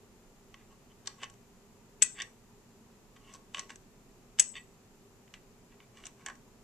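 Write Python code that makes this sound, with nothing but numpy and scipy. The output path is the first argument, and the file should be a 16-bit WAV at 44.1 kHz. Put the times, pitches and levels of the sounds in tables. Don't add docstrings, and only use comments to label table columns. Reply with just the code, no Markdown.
import sys
import numpy as np
from scipy import signal
from scipy.fft import rfft, irfft, next_fast_len
from scipy.io import wavfile
from scipy.ndimage import uniform_filter1d, minimum_filter1d

SR = 44100
rng = np.random.default_rng(int(sys.argv[2]) if len(sys.argv) > 2 else 0)


def transcribe(u):
    v = np.clip(np.atleast_2d(u).T, -1, 1)
    q = np.round(v * 32767).astype(np.int16)
    wavfile.write(sys.argv[1], SR, q)


N = 292383

# (f/Hz, level per Hz/dB)
RUMBLE = [(12, -30), (20, 2.5), (41, -2.5), (60, -15.5), (75, -11), (108, 0), (168, -6), (233, -4),
          (329, -9.5), (400, -0.5), (456, -8.5), (487, -10), (612, -13), (653, -12.5), (1000, -13),
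          (1300, -45.5), (2200, -120)]
HISS = [(590, -33), (1000, -5.5), (1120, -4.5), (1150, -2.5), (1590, -8), (1880, -7), (2210, -9),
        (2530, -7), (3370, -12), (5600, -11), (7300, -6.5), (8420, -15.5), (14000, -17)]
# (f/Hz, width/Hz, level/dB)
DRONE = [(30, 10, -70.5), (115.9, 30, -72.5), (194.6, 33, -69), (231.5, 16, -69), (410, 32, -74)]
# (f/Hz, left over right/dB)
LIKENESS = [(60, 0.97), (130, 0.9), (290, 0.84), (640, 0.75), (1400, 0.36), (3080, -0.13), (6780, -0.16),
            (14900, 0.08)]
LEAN = [(60, -12), (130, -1.5), (290, -1.5), (640, 2), (1400, 2.5), (3080, 0), (6780, 1), (14900, 0.5)]
# (f/Hz, level/dB, t60/s)
BOARD = [(1103, -10, .06), (630, -24.5, 0.0073), (800, -19.5, .02), (1189, -16, .018), (1560, -17, .018),
         (1651.5, -12.5, 0.02507), (1815, -12, 0.01577), (1960, -12.5, .04), (2120, -10.5, 0.019),
         (2310, -8.5, 0.019), (2601, -9, 0.015), (2790, -7, 0.017), (2984, -5.5, 0.017), (3126, -13, 0.022),
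         (3292, -15, 0.016), (3463, -11.5, .022), (3680, -16, 0.022), (4560, -18, 0.0178)]
# (t of the hardest push/s, rub level/dB,
# swell/s, release/s, squeaky top/dB, hollow panel/dB, board tilt/dB per octave, favoured f/Hz)
STROKES = [ (0.61, -64, 0.14, .05, -12, -3, 0.5, 2140), (0.72, -62.5, .05, 0.037, -2, -4, -8, 2800),
           (0.92, -59.5, 0.045, 0.015, -17, 5, 3, 3000), (1.074, -50, .03, 0.063, 0, -7, -6, 1720),
           (1.186, -57, 0.015, 0.03, -16, 8, -15, 3000), (1.234, -37.5, 0.039, 0.034, -9, -0.5, -2.5, 3000),
           (2.02, -39, 0.011, .005, -12, -12, 3.5, 2550), (2.209, -33, 0.05, 0.032, -16, -10, 1.5, 1900),
           (3.166, -51.5, 0.014, 0.014, -10, -14, -4, 2900), (3.295, -52, 0.11, 0.045, -8, 1.5, -2, 3060),
           (3.352, -55.5, 0.057, .035, 5, 7, -8, 1650), (3.545, -46.5, 0.0099, 0.078, -7, 1, 4.5, 2830),
           (3.593, -45.5, 0.06, 0.045, 1.5, 2.5, 0, 3100), (3.706, -49.5, 0.024, 0.038, 2, -10, -5, 1660),
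           (4.396, -32, .012, 0.024, -3, -19, 3.5, 1750), (4.568, -35.5, 0.021, 0.027, -15, -9, 4, 1950),
           (5.346, -53.5, 0.012, .045, -5, -18, -1.5, 2390), (5.725, -60, 0.045, 0.027, -13, -4, -3, 2395),
           (5.825, -61.5, 0.048, 0.053, -12, -4, -1.5, 2220), (5.98, -54, 0.054, 0.064, -1.5, 1.5, 0, 2240),
           (6.06, -57.5, 0.042, 0.048, 8.5, -3.5, -1.5, 2820), (6.205, -60, 0.059, .1, -5, 7, -1.5, 2900),
           (6.267, -41, 0.0085, 0.02, -6.5, -6, -3, 1590), (6.297, -41, 0.042, 0.03, -10, -4.5, -10, 1650)]
# (f/Hz, level per Hz/dB)
FRICTION = [(500, 0.5), (2000, -1.5), (3700, -2.5), (4500, -3.5), (5100, -7.5), (6000, 3), (6800, -5.5),
            (7900, 2), (8400, -7), (9100, -14.5), (9800, -9.5), (11000, -37), (14000, -26.5)]
# (f/Hz, reflected level/dB)
ROOM_T60 = [(500, 0.34), (2000, 0.2), (4000, 0.26), (6000, 0.3159), (8000, 0.3969), (10000, 0.31),
            (14000, 0.26)]
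ROOM_COLOUR = [(500, 10), (1200, 7.5), (2000, 9), (3200, 3.5), (4300, 2), (6000, -1), (8000, -5.5),
               (9000, -7), (14000, -16.5)]
# (t/s, board knock/dB, edge click/dB, click centre f/Hz)
CONTACTS = [ (0.542, -41.5, -53.5, 4960), (1.059, -55, -51, 4400), (1.073, -35, -27, 4970),
            (1.232, -32, -39.5, 5200), (1.241, -44, -42.5, 5700), (1.299, -56, -49.5, 6500),
            (1.339, -62, -57.5, 7000), (2.188, -34.5, -54, 6000), (2.201, -29.5, -43, 6000),
            (2.2197, -34.5, -30.5, 5740), (3.164, -54, -67.5, 6000), (3.338, -58, -44, 6900),
            (3.5455, -27.5, -40.5, 7000), (3.570, -35, -53, 5540), (3.582, -33.5, -47, 6500),
            (3.594, -35.5, -29, 6000), (3.695, -42, -50, 6000), (3.703, -36, -47, 5570),
            (3.758, -54, -44, 7300), (4.388, -26.5, -32, 6000), (4.54, -48, -65, 6000),
            (4.5541, -36, -60, 6100), (4.566, -53, -54, 5860), (5.277, -55.5, -72, 5000),
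            (5.3392, -38, -48, 5500), (5.803, -46, -66, 4970), (5.972, -49, -56, 6000),
            (6.038, -44, -62, 6000), (6.055, -50, -38.5, 6460), (6.067, -43, -38, 6650),
            (6.262, -33.5, -33, 7300), (6.285, -35.5, -44, 7080), (6.299, -43, -52, 5500),
            (6.354, -58, -55.5, 6560)]
# (t/s, ring/dB, ring f/Hz, chatter/s, crack/dB, board knock/dB)
SNAPS = [(2.0218, -14.5, 8033, .0145, -12.5, -21.5), (4.3955, -12.5, 7835, 0.0095, -13, -24.5)]
# (t after the first touch/s, crack and knock level/dB)
CHATTER = [(0, -7.5), (.0022, 1.5), (.0062, -12), (0.0133, -18)]
# (offset from the ring f/Hz, level/dB, left over right/dB)
RING_MODES = [(0.5, -1, 17), (-150, -10.5, 7), (-380, -13, 15), (120.5, -12, 15)]
# (f/Hz, level per Hz/dB)
CRACK = [(100, -51.5), (400, -39.5), (1200, -29), (1800, -21.5), (2600, -12), (4200, -13), (5000, -7),
         (5600, -2), (6400, 6), (7100, 2.5), (7900, 2.5), (8500, -5.5), (9750, -6.5), (10500, -31.5),
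         (14000, -34)]
# (f/Hz, level/dB, t60/s)
PIECE = [(2477, -35.5, 0.1), (2830, -47, .12), (5370, -37, 0.164), (5900, -36, 0.14), (6050, -36, 0.1156),
         (6860, -27.5, 0.21), (6780, -35, 0.13), (7236, -36.5, .12), (7300, -35, .2), (8150, -31.5, 0.0582),
         (9740, -23.5, 0.09)]

TIME = np.arange(N) / SR
HIT = TIME[:6000]
PADDED = next_fast_len(N, True)
SIDES = np.array([[1], [-1]])
SWELL_DB, RELEASE_DB = 22, 21.5
SHARPEN_DB_PER_S = 36
FAVOUR_DB, FAVOUR_OCTAVES = 6, 0.081
RING_SAG_DB_PER_S, SETTLE_S, SETTLE_DB, RING_T60_S = 330.5, 0.0013, 9.5, 0.077
CEILING, CUTOFF_HZ = 0.63, 14400


def from_db(db):
    return np.exp(np.asarray(db) * np.log(10) / 20)


def rms_one(x):
    return x / np.sqrt(np.mean(x ** 2) + 1e-20)


def at_hz(points, hz):
    f, value = np.transpose(points)
    return np.interp(np.log(np.maximum(hz, 1)), np.log(f), value)


def pan(db):
    gains = from_db(SIDES * db / 2)
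    return gains / gains.mean(axis=0)


def coloured(x, spectrum):
    size = next_fast_len(x.shape[-1], True)
    gain = from_db(at_hz(spectrum, np.fft.rfftfreq(size, 1 / SR)))
    shaped = irfft(rfft(x, size) * gain, size)
    return rms_one(shaped[..., :x.shape[-1]])


def resonate(x, hz, width_hz):
    r = np.exp(-np.pi * width_hz / SR)
    poles = [1, -2 * r * np.cos(2 * np.pi * hz / SR), r * r]
    return signal.lfilter([1, 0, -1], poles, x) * (1 - r * r) / 2


def low_cut(x, lowest_hz):
    return signal.sosfilt(signal.butter(2, lowest_hz, "high", fs=SR, output="sos"), x)


def dying(t60):
    return from_db(-60 * HIT / t60)


def add(track, s, sound):
    start = round(s * SR)
    track[..., start:start + sound.shape[-1]] += sound[..., :N - start]


def wide_noise(width):
    mid, side = rng.standard_normal((2, len(HIT)))
    return mid + width * side * SIDES


def background(spectrum):
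    hz = np.fft.rfftfreq(PADDED, 1 / SR)
    alike = np.clip(at_hz(LIKENESS, hz), 0, 1)
    mid, side = rfft(rng.standard_normal((2, PADDED)))
    pair = np.sqrt(1 + alike) * mid + np.sqrt(1 - alike) * side * SIDES
    shaped = pair * pan(at_hz(LEAN, hz)) * from_db(at_hz(spectrum, hz))
    return rms_one(irfft(shaped, PADDED)[:, :N])


def ambience(rumble_db=-62.0, hiss_db=-66.5):
    drone = 0
    for hz, width_hz, db in DRONE:
        drone = drone + from_db(db) * rms_one(resonate(rng.standard_normal(N), hz, width_hz))
    return from_db(rumble_db) * background(RUMBLE) + from_db(hiss_db) * background(HISS) + drone


def board_modes(lowest_hz=600, contact_s=0.00058):
    hz, level_db, t60 = np.transpose(BOARD)[:, :, None]
    onset = 1 - np.exp(-HIT / contact_s)
    vibration = np.exp(2j * np.pi * hz * HIT)
    return low_cut(from_db(level_db) * dying(t60) * onset * vibration, lowest_hz)


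def knock(modes, s, spread_db=1.3, level_db=0.93):
    *_, panel_db, tilt, favoured_hz = min(STROKES, key=lambda stroke: abs(stroke[0] - s))
    hz = np.array(BOARD)[:, 0]
    favour = np.exp(-(np.log2(hz / favoured_hz) / FAVOUR_OCTAVES) ** 2)
    panel = panel_db * (hz == hz[0])
    spot_db = panel + tilt * np.log2(hz / np.median(hz)) + FAVOUR_DB * favour
    strength = from_db(level_db + spot_db + spread_db * rng.standard_normal(len(hz)))
    phase = np.exp(2j * np.pi * rng.random(len(hz)))
    return np.real(strength * phase @ modes)


def scrapes(modes, slips_per_s=2500, uneven_db=3.5, rub_db=-4.0, top_db=-4.0):
    sizes = from_db(uneven_db * np.minimum(rng.exponential(1, N), 4)) * rng.choice([-1, 1], N)
    slips = rms_one(sizes * (rng.random(N) < slips_per_s / SR))
    body, top = np.zeros((2, N))
    for s, level_db, swell_s, release_s, bright_db, *_ in STROKES:
        start = s - 2 * swell_s
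        during = slice(round(start * SR), round((s + 2 * release_s) * SR))
        t = TIME[during] - s
        push_db = np.minimum(SWELL_DB * t / swell_s, -RELEASE_DB * t / release_s)
        force = from_db(level_db + push_db)
        board = knock(modes, s, spread_db=0.5)
        add(body, start, signal.fftconvolve(slips[during] * force, board / np.linalg.norm(board)))
        top[during] += force * from_db(bright_db + SHARPEN_DB_PER_S * t)
    return from_db(rub_db) * body + from_db(top_db) * top * coloured(slips, FRICTION)


def room(x, wet_db=-12.0, first_s=0.0063, width=0.7):
    t = TIME[:SR // 3]
    mid, side = rng.standard_normal((2, len(t)))
    noise = mid + width * side * SIDES
    edges = np.geomspace(300, 15000, 15)
    tail = 0
    for low, high in zip(edges, edges[1:]):
        hz = np.sqrt(low * high)
        band = signal.sosfilt(signal.butter(2, [low, high], "band", fs=SR, output="sos"), noise)
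        decay = np.exp(-np.log(1000) * t / at_hz(ROOM_T60, hz))
        tail = tail + band * from_db(at_hz(ROOM_COLOUR, hz)) * decay
    tail = tail * (t > first_s)
    return from_db(wet_db) * signal.oaconvolve(x, tail / np.linalg.norm(tail), axes=1)[:, :N]


def burst(noise, t60):
    envelope = dying(t60)
    return rms_one(noise * envelope) * np.sqrt(np.mean(envelope ** 2))


def contacts(modes, click_t60=0.022, click_width_hz=2200, click_pan_db=2.5, width=0.67):
    out = np.zeros((2, N))
    edges = coloured(np.array([wide_noise(width) for _ in CONTACTS]), FRICTION)
    for (s, knock_db, click_db, hz), edge in zip(CONTACTS, edges):
        click = burst(resonate(edge, hz, click_width_hz), click_t60) * pan(click_pan_db)
        add(out, s, from_db(knock_db) * knock(modes, s) + from_db(click_db) * click)
    return out


def ringing(modes):
    hz, level_db, t60 = np.transpose(modes)[:, :, None]
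    return from_db(level_db) * dying(t60) * np.sin(2 * np.pi * hz * HIT)


def bright_ring(hz, chatter_s):
    settled = np.clip((HIT - chatter_s) / SETTLE_S, 0, 1)
    envelope = from_db(-RING_SAG_DB_PER_S * np.minimum(HIT, chatter_s) - SETTLE_DB * settled)
    envelope = envelope * np.exp(-np.log(1000) * np.maximum(HIT - chatter_s, 0) / RING_T60_S)
    cluster = 0
    for offset_hz, db, pan_db in RING_MODES:
        cycles = (hz + offset_hz) * HIT + rng.random()
        cluster = cluster + from_db(db) * pan(pan_db) * np.sin(2 * np.pi * cycles)
    return envelope * cluster


def snaps(modes, crack_t60=0.024, crack_pan_db=0.5, width=0.44, piece_pan_db=3.0, knock_pan_db=-0.5,
          lowest_hz=1400):
    out, piece = np.zeros((2, N)), ringing(PIECE)
    for s, ring_db, hz, chatter_s, crack_db, knock_db in SNAPS:
        add(out, s, low_cut(from_db(ring_db) * bright_ring(hz, chatter_s), lowest_hz))
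        for delay, hit_db in CHATTER:
            crack = burst(coloured(wide_noise(width), CRACK), crack_t60) * pan(crack_pan_db)
            linger = rng.choice([-1, 1], len(piece)) @ piece * pan(piece_pan_db)
            add(out, s + delay, low_cut(from_db(crack_db + hit_db) * (crack + linger), lowest_hz))
            add(out, s + delay, from_db(knock_db + hit_db) * knock(modes, s) * pan(knock_pan_db))
    return out


def scene():
    modes = board_modes()
    puzzle = scrapes(modes) + contacts(modes) + snaps(modes)
    return ambience() + puzzle + room(puzzle)


def record(dry, hold_s=0.00076):
    size = max(int(hold_s * SR), 1)
    gain = CEILING / np.maximum(np.abs(dry).max(axis=0), CEILING)
    limited = dry * uniform_filter1d(minimum_filter1d(gain, size), size)
    return signal.sosfilt(signal.ellip(10, 0.1, 70, CUTOFF_HZ, fs=SR, output="sos"), limited)


dry = scene()
out = record(dry)
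transcribe(out)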